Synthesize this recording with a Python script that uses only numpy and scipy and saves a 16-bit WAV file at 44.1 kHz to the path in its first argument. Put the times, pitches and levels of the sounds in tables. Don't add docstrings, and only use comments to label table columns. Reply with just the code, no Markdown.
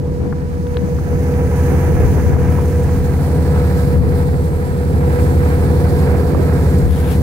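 import sys
import numpy as np
from scipy import signal
from scipy.fft import rfft, irfft
from scipy.io import wavfile
from scipy.ndimage import map_coordinates

SR = 44100
rng = np.random.default_rng(int(sys.argv[2]) if len(sys.argv) > 2 else 0)


def bounce(signal):
    frames = np.transpose(np.atleast_2d(signal))
    limited = np.clip(frames, -1, 1)
    pcm = np.round(limited * 32767).astype(np.int16)
    wavfile.write(sys.argv[1], SR, pcm)


N = 318402
TIME_S = np.arange(N) / SR
BIN_HZ = np.maximum(np.fft.rfftfreq(N, 1 / SR), 1)


def undb(db):
    return 10 ** (np.asarray(db) / 20)


def stereo(left_db, right_db):
    return undb([[left_db], [right_db]])


def unit_rms(x):
    return x / np.sqrt(np.mean(x ** 2))


def curves(table):
    times_s, *columns = np.transpose(table)
    return [np.interp(TIME_S, times_s, column) for column in columns]


def bump(centre_s, half_width_s):
    return np.exp(-((TIME_S - centre_s) / half_width_s) ** 2)


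def colour(hz, db):
    return undb(np.interp(np.log(BIN_HZ), np.log(hz), db))


def resonance(hz, width_hz):
    return 1 / (1 + ((BIN_HZ ** 2 - hz ** 2) / (BIN_HZ * width_hz)) ** 2)


def lowpass(hz, order):
    return 1 / (1 + (BIN_HZ / hz) ** order)


def highpass(hz, order):
    return 1 / (1 + (hz / BIN_HZ) ** order)


def shape(x, gain):
    return irfft(rfft(x) * gain, N)


def noise(gain, envelope=1):
    return unit_rms(shape(rng.standard_normal(N) * envelope, gain))


def band_rms(x, low_hz, high_hz):
    return np.std(shape(x.mean(0), (BIN_HZ > low_hz) & (BIN_HZ < high_hz)))


def walk(rate_hz):
    gain = np.exp(-(BIN_HZ / rate_hz) ** 2)
    gain[0] = 0
    return noise(gain)


def ports(x, heading, right_lead_ms=0.294, swing_ms=0.603):
    lag = (right_lead_ms - swing_ms * heading) * SR / 1000
    return np.array([map_coordinates(x, [np.arange(N) - side * lag / 2], order=3, mode="mirror")
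                     for side in (1, -1)])


# frequency in Hz, relative level in dB.
EDDY_SPECTRUM = [(15, -26), (25, -9), (40, -4.5), (58, -1), (100, -4.5), (160, -2), (300, -15.5),
                 (700, -56)]
# peak time in seconds, half width in seconds, centre in Hz, left and right level in dB.
PORT_GUSTS = [(0.06, 0.057, 420, -37, -34), (0.253, 0.066, 190, -17, -45), (0.84, 0.034, 164, -15.5, -42),
              (1.0, 0.06, 45, -25, -42), (1.736, 0.044, 277, -46, -18), (1.894, 0.028, 292, -50, -20),
              (2.05, 0.16, 50.4, -14.5, -48), (2.3, 0.23, 100, -12.5, -45), (3.023, 0.14, 45.5, -17, -34),
              (3.98, 0.15, 92, -12, -41), (6.38, 0.11, 288, -42.5, -17.5), (6.88, 0.056, 58.7, -10.5, -36)]


def wind(hidden, level_db=-32.5, swell_db=1, swell_hz=7.5, lee_db=-1.5, left_bias_db=3.5):
    eddies = rng.standard_normal((2, N)) + 0.64 * rng.standard_normal(N)
    eddies = shape(eddies, colour(*np.transpose(EDDY_SPECTRUM)))
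    breeze_db = level_db - swell_db * walk(swell_hz) + lee_db * hidden
    out = eddies / band_rms(eddies, 20, 62) * undb(breeze_db)
    out *= stereo(left_bias_db / 2, -left_bias_db / 2)
    for peak_s, half_width_s, hz, left_db, right_db in PORT_GUSTS:
        out += noise(resonance(hz, 1.03 * hz)) * bump(peak_s, half_width_s) * stereo(left_db, right_db)
    return out


# start in seconds, low and top edge in Hz, rattle T60 in seconds,
# left and right level in dB (energy as rms over 2 ms).
GRIP_TICKS = [(.326, 320, 2000, .035, -19, -27), (.669, 800, 4800, .02, -33, -42),
              (.744, 900, 5000, .02, -38, -46), (.770, 600, 4800, .018, -19, -30),
              (.886, 350, 1200, .025, -21, -29), (.987, 400, 1700, .025, -24, -32),
              (1.13, 500, 1500, .025, -24, -28), (1.340, 1200, 5000, .025, -35, -41),
              (2.365, 500, 1500, .025, -21, -26), (2.587, 500, 1200, .025, -24, -13),
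              (6.348, 400, 1300, .04, -25, -12)]


def grip(rattle_db=-18):
    out = np.zeros((2, N))
    for start_s, low_hz, top_hz, t60_s, left_db, right_db in GRIP_TICKS:
        age_s = (np.arange(N) - round(start_s * SR)) / SR
        snap = age_s == 0
        rattle = rng.standard_normal(N) * (age_s > 0) * undb(-60 * np.abs(age_s) / t60_s)
        case = BIN_HZ ** -0.75 * highpass(low_hz, 4) * lowpass(top_hz, 16)
        tick = shape(snap + undb(rattle_db) * rattle, case)
        tick_rms = np.sqrt(np.sum(tick ** 2) / (0.002 * SR))
        out += tick / tick_rms * stereo(left_db, right_db)
    return out


# time in seconds, rub level in dB, scrape level in dB.
FINGER_LEVELS = [(6.8, -80, -90), (6.91, -32, -70), (6.98, -31.5, -65), (7.03, -33, -62.5),
                 (7.1, -27.5, -46), (7.115, -25.5, -31), (7.16, -38, -35), (7.19, -48, -63)]
# frequency in Hz, relative level in dB.
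RUB_SPECTRUM = [(150, -11), (500, 2.5), (1500, -9), (3500, -13), (5800, -23), (8000, -23), (10000, -15),
                (15000, -21)]


def finger(rub_grain_db=2.0, scrape_grain_db=0.5):
    rub_db, scrape_db = curves(FINGER_LEVELS)
    rub = noise(colour(*np.transpose(RUB_SPECTRUM)), undb(rub_grain_db * walk(250)))
    scrape = noise(colour([1500, 5000, 15000], [0, -9, -11]), undb(scrape_grain_db * walk(500)))
    return (rub * undb(rub_db) + scrape * undb(scrape_db)) * stereo(0, -18)


# frequency in Hz, relative dB left and right facing the boat, then the sea.
HISS_SPECTRUM = [(1750, 13, 19, 0, -18), (3500, -1, -1.5, -1, 2.5), (4350, -6, 3, -3.5, 7),
                 (5570, -11, 3.5, -12, 2.5), (6500, -9, 2, -7, 1), (7560, -8, 0.5, -4.5, 3.5),
                 (8700, 1, 2, 2, 4.5), (9900, 3, 2, 3.5, -1), (12100, -1, -0.5, 0, 1),
                 (13300, 0.5, 1, 1.5, -2), (15000, -4, 5, -4, 2)]
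# frequency in Hz, gain in dB.
PILLAR_FILTER = [(2000, -6), (4300, 6), (6500, 3.5), (9000, 2), (10200, -7.5), (13000, -4), (15000, -14)]
# time in seconds, relative level in dB.
DECK_CARRY = [(0, -52.5), (0.5, -49.5), (0.7, -48), (1.6, -40), (2.5, -41.0), (3.3, -41.5), (3.78, -38.5),
              (4.05, -42.5), (4.2, -40), (4.35, -44.0), (4.75, -42.5), (5.15, -39), (6.25, -38.5),
              (6.75, -39), (7.22, -41)]


def spray(heading, hidden, gain_db=-6.5, direct_share=0.26, patter_db=0.4, surge_db=0.7, sway_db=0.68,
          case_hz=6410, case_width_hz=990, case_db=2.5, waver_depth=0.074, waver_hz=1.8):
    direct = np.sqrt(direct_share) * ports(rng.standard_normal(N), heading)
    diffuse = np.sqrt(1 - direct_share) * rng.standard_normal((2, N))
    drops = (direct + diffuse) * undb(patter_db * walk(600) + surge_db * walk(41))
    hz, *columns_db = np.transpose(HISS_SPECTRUM)
    gains = np.array([colour(hz, db) for db in columns_db]) * highpass(1500, 4)
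    seaward = np.clip((heading - 0.42) / 0.27, 0, 1)
    hiss = (1 - seaward) * shape(drops, gains[:2]) + seaward * shape(drops, gains[2:])
    hiss /= band_rms(hiss, 8000, 15500)
    facing_deck = (1 - hidden) * (1 - seaward)
    hiss[1] += shape(hiss[1], resonance(case_hz, case_width_hz)) * undb(case_db) * facing_deck
    for centre_hz in np.geomspace(4500, 14000, 4):
        hiss += waver_depth * walk(waver_hz) * shape(hiss, resonance(centre_hz, centre_hz / 3))
    dull = shape(hiss, colour(*np.transpose(PILLAR_FILTER)))
    level_db = curves(DECK_CARRY)[0] + gain_db + sway_db * walk(9.6)
    return ((1 - hidden) * hiss + hidden * dull) * undb(level_db)


# harmonic number, left and right gain in dB.
PUMP_HARMONICS = [(1, 1, 2.5), (2, -18, -15)]
# time in seconds, relative level in dB.
WHINE_SWELL = [(0, -29.0), (0.55, -30.0), (0.7, -25), (1.12, -27.5), (1.35, -22.5), (1.65, -22.5),
               (1.8, -25.0), (3.42, -25.5), (3.58, -23.5), (4.45, -26.5), (5.0, -26), (5.25, -21),
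               (5.42, -25.0), (6.05, -22.5), (6.4, -26), (7.22, -27.5)]


def pump(heading, whine_hz=486.1, drift_hz=0.55, flutter_rad=0.08, flutter_db=2.2, gain_db=0.3):
    phase = 2 * np.pi * np.cumsum(whine_hz + drift_hz * walk(0.7)) / SR + flutter_rad * walk(11)
    out = np.zeros((2, N))
    for harmonic, left_db, right_db in PUMP_HARMONICS:
        tone = np.sin(harmonic * phase) * undb(flutter_db * walk(17.6))
        out += ports(tone, heading) * stereo(left_db, right_db)
    return out * undb(curves(WHINE_SWELL)[0] + gain_db)


CYCLE_HZ, FIRINGS_PER_CYCLE = 12.208, 6
# frequency in Hz, left and right relative level in dB.
ROAR_SPECTRUM = [(60, -16, -13), (100, -10, 4), (144, -5.5, -4.5), (215, -14, -9), (346, -15, -10.5),
                 (393, -7.5, -16), (440, -10, -6), (515, -15.5, -13), (615, -21.5, -19), (788, -18, -16),
                 (1146, -30, -23.5), (1680, -34.5, -24), (2260, -32, -30), (3080, -42, -43)]
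# centre in Hz, width in Hz, unshadowed level in dB re the roar.
HULL_RINGS = [(424.7, 18, -18.5), (715, 67, -19), (1301, 14, -27), (1586, 23, -27.5), (1696, 30, -27.5),
              (1870, 1200, -37.5)]
# time in seconds, relative level in dB.
ENGINE_CARRY = [(0, -15), (0.5, -18.5), (0.85, -16.5), (1.0, -15), (1.55, -10.5), (2.0, -9), (2.45, -11.5),
                (3.25, -11.0), (3.65, -9.0), (4.3, -12.0), (4.77, -14), (5.0, -9.5), (5.3, -8.5),
                (6.35, -10.0), (6.75, -8.5), (7.05, -11.5), (7.22, -9)]


def machinery(heading, hidden, body_gain_db=-19.5, clatter_gain_db=0.52, swell_db=1.6, unrest_db=1.23,
              knock_depth=0.13, flicker_db=1, crossover_hz=680):
    body_db = curves(ENGINE_CARRY)[0] + body_gain_db + swell_db * walk(2)
    clatter_db = curves(DECK_CARRY)[0] + clatter_gain_db + unrest_db * walk(12)
    diffuse_share = np.minimum(0.088 + highpass(1300, 2), 0.7)
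    direct = shape(ports(rng.standard_normal(N), heading), np.sqrt(1 - diffuse_share))
    diffuse = shape(rng.standard_normal((2, N)), np.sqrt(diffuse_share))
    knock = 1 + knock_depth * np.cos(2 * np.pi * FIRINGS_PER_CYCLE * CYCLE_HZ * TIME_S)
    pulsing = (direct + diffuse) * knock * undb(flicker_db * walk(51))
    hz, left_db, right_db = np.transpose(ROAR_SPECTRUM)
    gains = np.array([colour(hz, left_db), colour(hz, right_db)]) * highpass(45, 4) * lowpass(3300, 8)
    roar = unit_rms(shape(pulsing, gains))
    pillar_gain = 1 - 0.42 * hidden
    for ring_hz, width_hz, db in HULL_RINGS:
        roar += pillar_gain * undb(db) * ports(noise(resonance(ring_hz, width_hz)), heading)
    body = shape(roar, lowpass(crossover_hz, 4))
    clatter = roar - body
    body_rms, clatter_rms = band_rms(roar, 280, 460), band_rms(roar, 1100, 2500)
    return body / body_rms * undb(body_db) + clatter / clatter_rms * undb(clatter_db)


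# multiple of the cycle rate, relative level in dB.
EXHAUST_ORDERS = [(3, -22), (6, 0), (7, -.5), (9, -10), (11, -6.7), (12, -7.5), (13, -7.7), (15, -8.3),
                  (16, -17), (20, -20.5), (21, -12.3), (22, -18), (25, -25), (26, -20), (28, -19),
                  (31, -22), (33, -25), (35, -21.5), (37, -18), (43, -24), (46, -24)]


def exhaust(heading, gain_db=-5, first_throb_s=0.054, waver_db=0.78, wander_rad=0.08, dispersion=0.09):
    cycle_phase = 2 * np.pi * (CYCLE_HZ * (TIME_S - first_throb_s) + 0.004 * walk(3))
    out = np.zeros(N)
    for order, db in EXHAUST_ORDERS:
        offset = order - 6.5
        lag_rad = np.pi * dispersion * offset ** 2
        drift_rad = wander_rad * np.sqrt(abs(offset)) * walk(1.75)
        line_db = db + waver_db * min(order / 10, 2) * walk(3)
        out += undb(line_db) * np.cos(order * cycle_phase - lag_rad + drift_rad)
    return ports(out, heading) * undb(curves(ENGINE_CARRY)[0] + gain_db)


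# time in seconds, heading from 0 (along the quay) to 1 (out to sea).
PHONE_HEADING = [(0.7, 0), (1.5, 0.32), (2.2, 0.37), (3.0, 0.59), (3.6, 0.72), (4.4, 0.9), (5.2, 0.94),
                 (6.0, 0.756), (6.6, 0.75), (7.22, 0.76)]
# time in seconds, share of the deck and its spray hidden.
PILLAR_SHADOW = [(0, 1), (.48, 0.91), (.65, 0.47), (1.2, 0.038)]
# centre in seconds, half width in seconds, gain in dB.
GUST_DIPS = [(2.37, 0.017, -5), (4.0, 0.033, -4.5), (6.375, 0.043, -3), (6.91, 0.041, -5)]


def scene(exhaust_dip_share=0.3):
    heading, = curves(PHONE_HEADING)
    hidden, = curves(PILLAR_SHADOW)
    dip_db = sum(db * bump(centre_s, half_width_s) for centre_s, half_width_s, db in GUST_DIPS)
    throb = exhaust(heading) * undb(exhaust_dip_share * dip_db)
    deck = (pump(heading) + machinery(heading, hidden) + spray(heading, hidden)) * undb(dip_db)
    return throb + deck + wind(hidden) + grip() + finger()


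def record(dry, top_hz=15700):
    rounded = dry / (1 + np.abs(dry) ** 8) ** (1 / 8)
    return signal.sosfilt(signal.ellip(12, 0.1, 90, top_hz, fs=SR, output="sos"), rounded)


dry = scene()
out = record(dry)
bounce(out)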